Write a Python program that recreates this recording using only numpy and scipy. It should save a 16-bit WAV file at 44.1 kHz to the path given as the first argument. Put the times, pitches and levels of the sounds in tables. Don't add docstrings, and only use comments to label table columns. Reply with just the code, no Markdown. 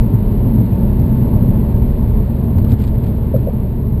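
import sys
import numpy as np
from scipy import signal
from scipy.fft import rfft, irfft
from scipy.io import wavfile
from scipy.ndimage import uniform_filter1d

SR = 44100
rng = np.random.default_rng(int(sys.argv[2]) if len(sys.argv) > 2 else 0)


def generate_wav(signal):
    frames = np.transpose(np.atleast_2d(signal))
    scaled = np.clip(frames, -1, 1) * 32767
    pcm = np.round(scaled).astype(np.int16)
    wavfile.write(sys.argv[1], SR, pcm)


N = 176400


def undb(db):
    return 10 ** (np.asarray(db) / 20)


def curve(rows):
    return np.interp(np.arange(N) / SR, *np.array(rows).T)


def walk(rate_hz):
    hold = int(SR / rate_hz)
    steps = np.repeat(rng.standard_normal(N // hold + 1), hold)
    return 1.184 * uniform_filter1d(uniform_filter1d(steps, hold), hold)[:N]


def noise(spectrum):
    hz, db = np.array(spectrum).T
    octave = np.log2(np.maximum(np.fft.rfftfreq(N, 1 / SR), 1))
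    outside = np.abs(octave - np.clip(octave, np.log2(hz[0]), np.log2(hz[-1])))
    gain = undb(np.interp(octave, np.log2(hz), db) - 36 * outside)
    shaped = irfft(rfft(rng.standard_normal(N)) * gain, N)
    return shaped / shaped.std()


def swell(at, half):
    return np.exp(-((np.arange(N) / SR - at) / half) ** 2)


def strikes(rows, decay_s):
    t = np.arange(N) / SR
    return sum(undb(db) * (t >= at) * np.exp(-np.abs(t - at) / decay_s) for at, db in rows)


def blows(rows):
    t = np.arange(N) / SR
    return sum(undb(db) * swell(at, half) * np.cos(2 * np.pi * hz * (t - at)) for at, db, hz, half in rows)


# frequency in Hz, relative level in dB.
WIND_SPECTRUM = [(600, -18), (1300, 0.5), (1800, -0.5), (2600, -5), (3400, -8.5), (4200, -8), (5000, -16.5),
                 (5800, -26.5)]

def wind(level_db=-49.5):
    return noise(WIND_SPECTRUM) * undb(level_db)


# frequency in Hz, relative level in dB.
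CLICK_SPECTRUM = [(3000, -4.5), (4800, -1), (5900, -1)]
# start in seconds, level in dB.
CLICKS = [(.755, -60.5), (.996, -53), (1.2, -58.5), (1.591, -58), (1.606, -59), (1.749, -56),
          (1.765, -54.5), (1.88, -59), (2.21, -59)]

def overload_clicks():
    return noise(CLICK_SPECTRUM) * strikes(CLICKS, decay_s=0.0064)


# time in seconds, firing rate in Hz.
FIRING_RATE = [(0, 50.94), (.7, 52.72), (1.0, 63.1), (1.35, 63.9), (1.7, 68.8), (2.2, 70.25), (4, 69.2)]
# time in seconds, level in dB.
ENGINE_LEVEL = [(0, -21.5), (.6, -26), (1.0, -19.5), (1.25, -19), (1.7, -20.5), (2.1, -20), (2.6, -20.5),
                (3.4, -20), (4, -17)]
# multiple of the firing rate, relative level in dB.
ORDERS = [(.5, -9.5), (1, 2), (2, -9), (3, -19), (6, -21.5)]

def engine(wander=0.0075, flutter_db=2, boom_hz=123, boom_width_hz=10, boom_db=12.5):
    firing_hz = curve(FIRING_RATE)
    phase = 2 * np.pi * np.cumsum(firing_hz * (1 + wander * walk(9))) / SR
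    drone = np.zeros(N)
    for order, db in ORDERS:
        lift_db = boom_db / (1 + ((order * firing_hz - boom_hz) / boom_width_hz) ** 2)
        gain = undb(db + lift_db + flutter_db * walk(6.11))
        drone += gain * np.sin(order * phase + rng.uniform(0, 2 * np.pi))
    return np.sqrt(2) * drone * undb(curve(ENGINE_LEVEL))


# frequency in Hz, relative level in dB.
SHAKE_SPECTRUM = [(8, -39.5), (18, -8), (26, -0.5), (36, 1.5), (55, -0.5), (80, -16.5), (130, -35.5)]
# time in seconds, level in dB.
SHAKE_LEVEL = [(0, -10.5), (.15, -26.5), (.3, -13), (.7, -30), (.9, -16.5), (1.2, -23), (1.5, -19.5),
               (2.15, -14.5), (2.4, -22.5), (2.8, -17.5), (3.3, -22), (4, -18.5)]

def body_shake():
    return noise(SHAKE_SPECTRUM) * undb(curve(SHAKE_LEVEL))


# frequency in Hz, relative level in dB.
TRIM_SPECTRUM = [(600, -11), (1300, 3.5), (2500, 2), (4400, 1), (5200, -6), (5900, -18)]
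# start in seconds, relative level in dB.
RATTLES = [(2.565, -11.5), (2.584, -1.5), (2.648, -5.5), (2.708, -2), (2.719, -1), (2.737, -6), (2.789, -6),
           (2.803, -3.5), (2.839, 0), (2.846, -4), (2.877, -5.5), (2.885, -8.5), (2.954, -12), (3.039, -6),
           (3.068, -8.5), (3.362, -4.5)]
# centre and half-width in seconds, relative level in dB.
CHATTER = [(2.706, 0.024, -11), (2.822, 0.019, -8.5), (2.876, 0.018, -17.5), (3.066, 0.035, -15.5)]
# centre in seconds, level in dB, frequency in Hz, half-width in seconds.
CLACKS = [(2.586, -33, 1450, 0.0009), (2.668, -35, 1200, .003), (2.678, -45, 1320, .002),
          (2.738, -34, 1390, .0012), (3.363, -30.5, 1320, 0.0021)]

def trim(level_db=-36, grain_db=3):
    rattles = strikes(RATTLES, decay_s=0.0048)
    spells = sum(undb(db) * swell(at, half) for at, half, db in CHATTER)
    chatter = spells * undb(grain_db * walk(400))
    return undb(level_db) * noise(TRIM_SPECTRUM) * np.hypot(rattles, chatter) + blows(CLACKS)


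# centre in seconds, level in dB, frequency in Hz, half-width in seconds.
KNOCKS = [(3.3445, -9, 580, 0.0039), (3.354, -7.5, 520, 0.0045), (3.366, -19.5, 552, 0.014),
          (3.4745, -10, 570, 0.003), (3.487, -11.5, 510, 0.0034), (3.4945, -22, 680, 0.0032)]

def knocks():
    return blows(KNOCKS)


# centre in seconds, level in dB, frequency in Hz, half-width in seconds.
THUMPS = [(2.591, 0.5, 94.6, 0.014), (2.736, 2.5, 97.3, 0.009), (3.363, -0.5, 162.3, 0.0035),
          (3.479, -6, 130, 0.0045)]

def thumps():
    return blows(THUMPS)


# frequency in Hz, relative level in dB.
SLAP_SPECTRUM = [(140, 2.5), (200, 4.5), (290, -4), (410, -5.5), (600, -16.5), (1300, -28.5)]
# centre and half-width in seconds, level in dB.
SLAPS = [(2.587, .008, -16.5), (2.733, .011, -14)]

def joint_slaps():
    return noise(SLAP_SPECTRUM) * sum(undb(db) * swell(at, half) for at, half, db in SLAPS)


# centre and half-width in seconds, level change in dB.
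SWELLS_AND_DIPS = [(0.148, 0.013, 7.5), (0.458, 0.043, 3), (0.594, 0.035, 4), (0.668, 0.017, -7),
                   (0.998, .04, 3.5), (1.37, 0.077, 3), (1.762, 0.022, 4), (2.193, 0.034, 5.5),
                   (2.271, 0.016, -7.5), (2.774, 0.018, -9)]

def swing_db():
    return sum(db * swell(at, half) for at, half, db in SWELLS_AND_DIPS)


# frequency at full speed and width in Hz, relative level in dB.
TYRE_MODES = [(179.8, 7, -2.5), (194.3, 6.1, -4.5), (213.7, 7, -2), (231.3, 8, 0), (272.3, 7, -10),
              (327, 11, -16)]
# time in seconds, level in dB.
RING_LEVEL = [(0, -29), (.25, -28.5), (.52, -22), (.7, -26), (1.35, -22.5), (1.8, -24.5), (2.2, -31),
              (2.6, -23.5), (3.1, -29), (4, -28)]
# time in seconds, fraction of the final frequency.
RING_PITCH = [(0, 0.96), (1.4, 1.0), (4, 1.0)]

def tyre_ring(swing_share=0.3):
    phase_per_hz = 2 * np.pi * np.cumsum(curve(RING_PITCH)) / SR
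    ring = np.zeros(N)
    for hz, width, db in TYRE_MODES:
        phase = hz * phase_per_hz
        ring += undb(db) * (walk(width) * np.cos(phase) + walk(width) * np.sin(phase))
    return ring * undb(curve(RING_LEVEL) + swing_share * swing_db())


# frequency in Hz, relative level in dB.
TREAD_SPECTRUM = [(200, -11), (320, 1), (440, 0.5), (490, -6.5), (565, -4.5), (650, -8), (690, -12),
                  (820, -15), (895, -8.5), (980, -16), (1080, -17.5), (1250, -29.5), (2000, -53)]
ROAR_SPECTRUM = [(60, -21), (82, -7.5), (98, -1.5), (122, 1), (140, -7), (155, -11.5), (178, -6.5),
                 (200, -8.5), (215, -7), (235, -8.5), (252, -12), (295, -22.5), (400, -36.5)]
# time in seconds, level in dB.
ROAR_LEVEL = [(0, -12.5), (.3, -17.5), (.5, -13), (1.05, -14), (1.7, -15.5), (2.05, -15.5), (2.4, -15),
              (2.8, -14.5), (3.2, -15), (4, -13.5)]

def tyre_roar(roar_flutter_db=0.57, tread_db=-28, tread_flutter_db=0.45, tread_share=0.28):
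    surface = walk(13)
    swing = swing_db()
    roar = noise(ROAR_SPECTRUM) * undb(curve(ROAR_LEVEL) + swing + roar_flutter_db * surface)
    tread = noise(TREAD_SPECTRUM) * undb(tread_db + tread_share * swing + tread_flutter_db * surface)
    return roar + tread


def scene():
    background = wind() + overload_clicks() + engine() + body_shake()
    impacts = trim() + knocks() + thumps() + joint_slaps()
    return (background + impacts + tyre_ring() + tyre_roar())[None]


# time in seconds, gain in dB.
VOLUME = [(0, -0.5), (1.2, 0.5), (2.6, -1.5), (3.36, -2), (4, -5)]

def record(dry, ceiling=0.94, duck_depth=5, release_s=0.037, hold_hz=12000, cutoff_hz=13620):
    clipped = np.clip(dry, -ceiling, ceiling)
    pole = np.exp(-1 / (release_s * SR))
    overload = signal.lfilter([1 - pole], [1, -pole], np.abs(dry - clipped))
    ducked = clipped / (1 + duck_depth * overload) * undb(curve(VOLUME))
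    coarse = signal.resample(ducked, round(N * hold_hz / SR), axis=1)
    held = signal.resample(np.repeat(coarse, 8, axis=1), N, axis=1)
    lowpass = signal.ellip(8, .2, 70, cutoff_hz, fs=SR, output="sos")
    return signal.sosfilt(lowpass, held)


dry = scene()
out = record(dry)
generate_wav(out)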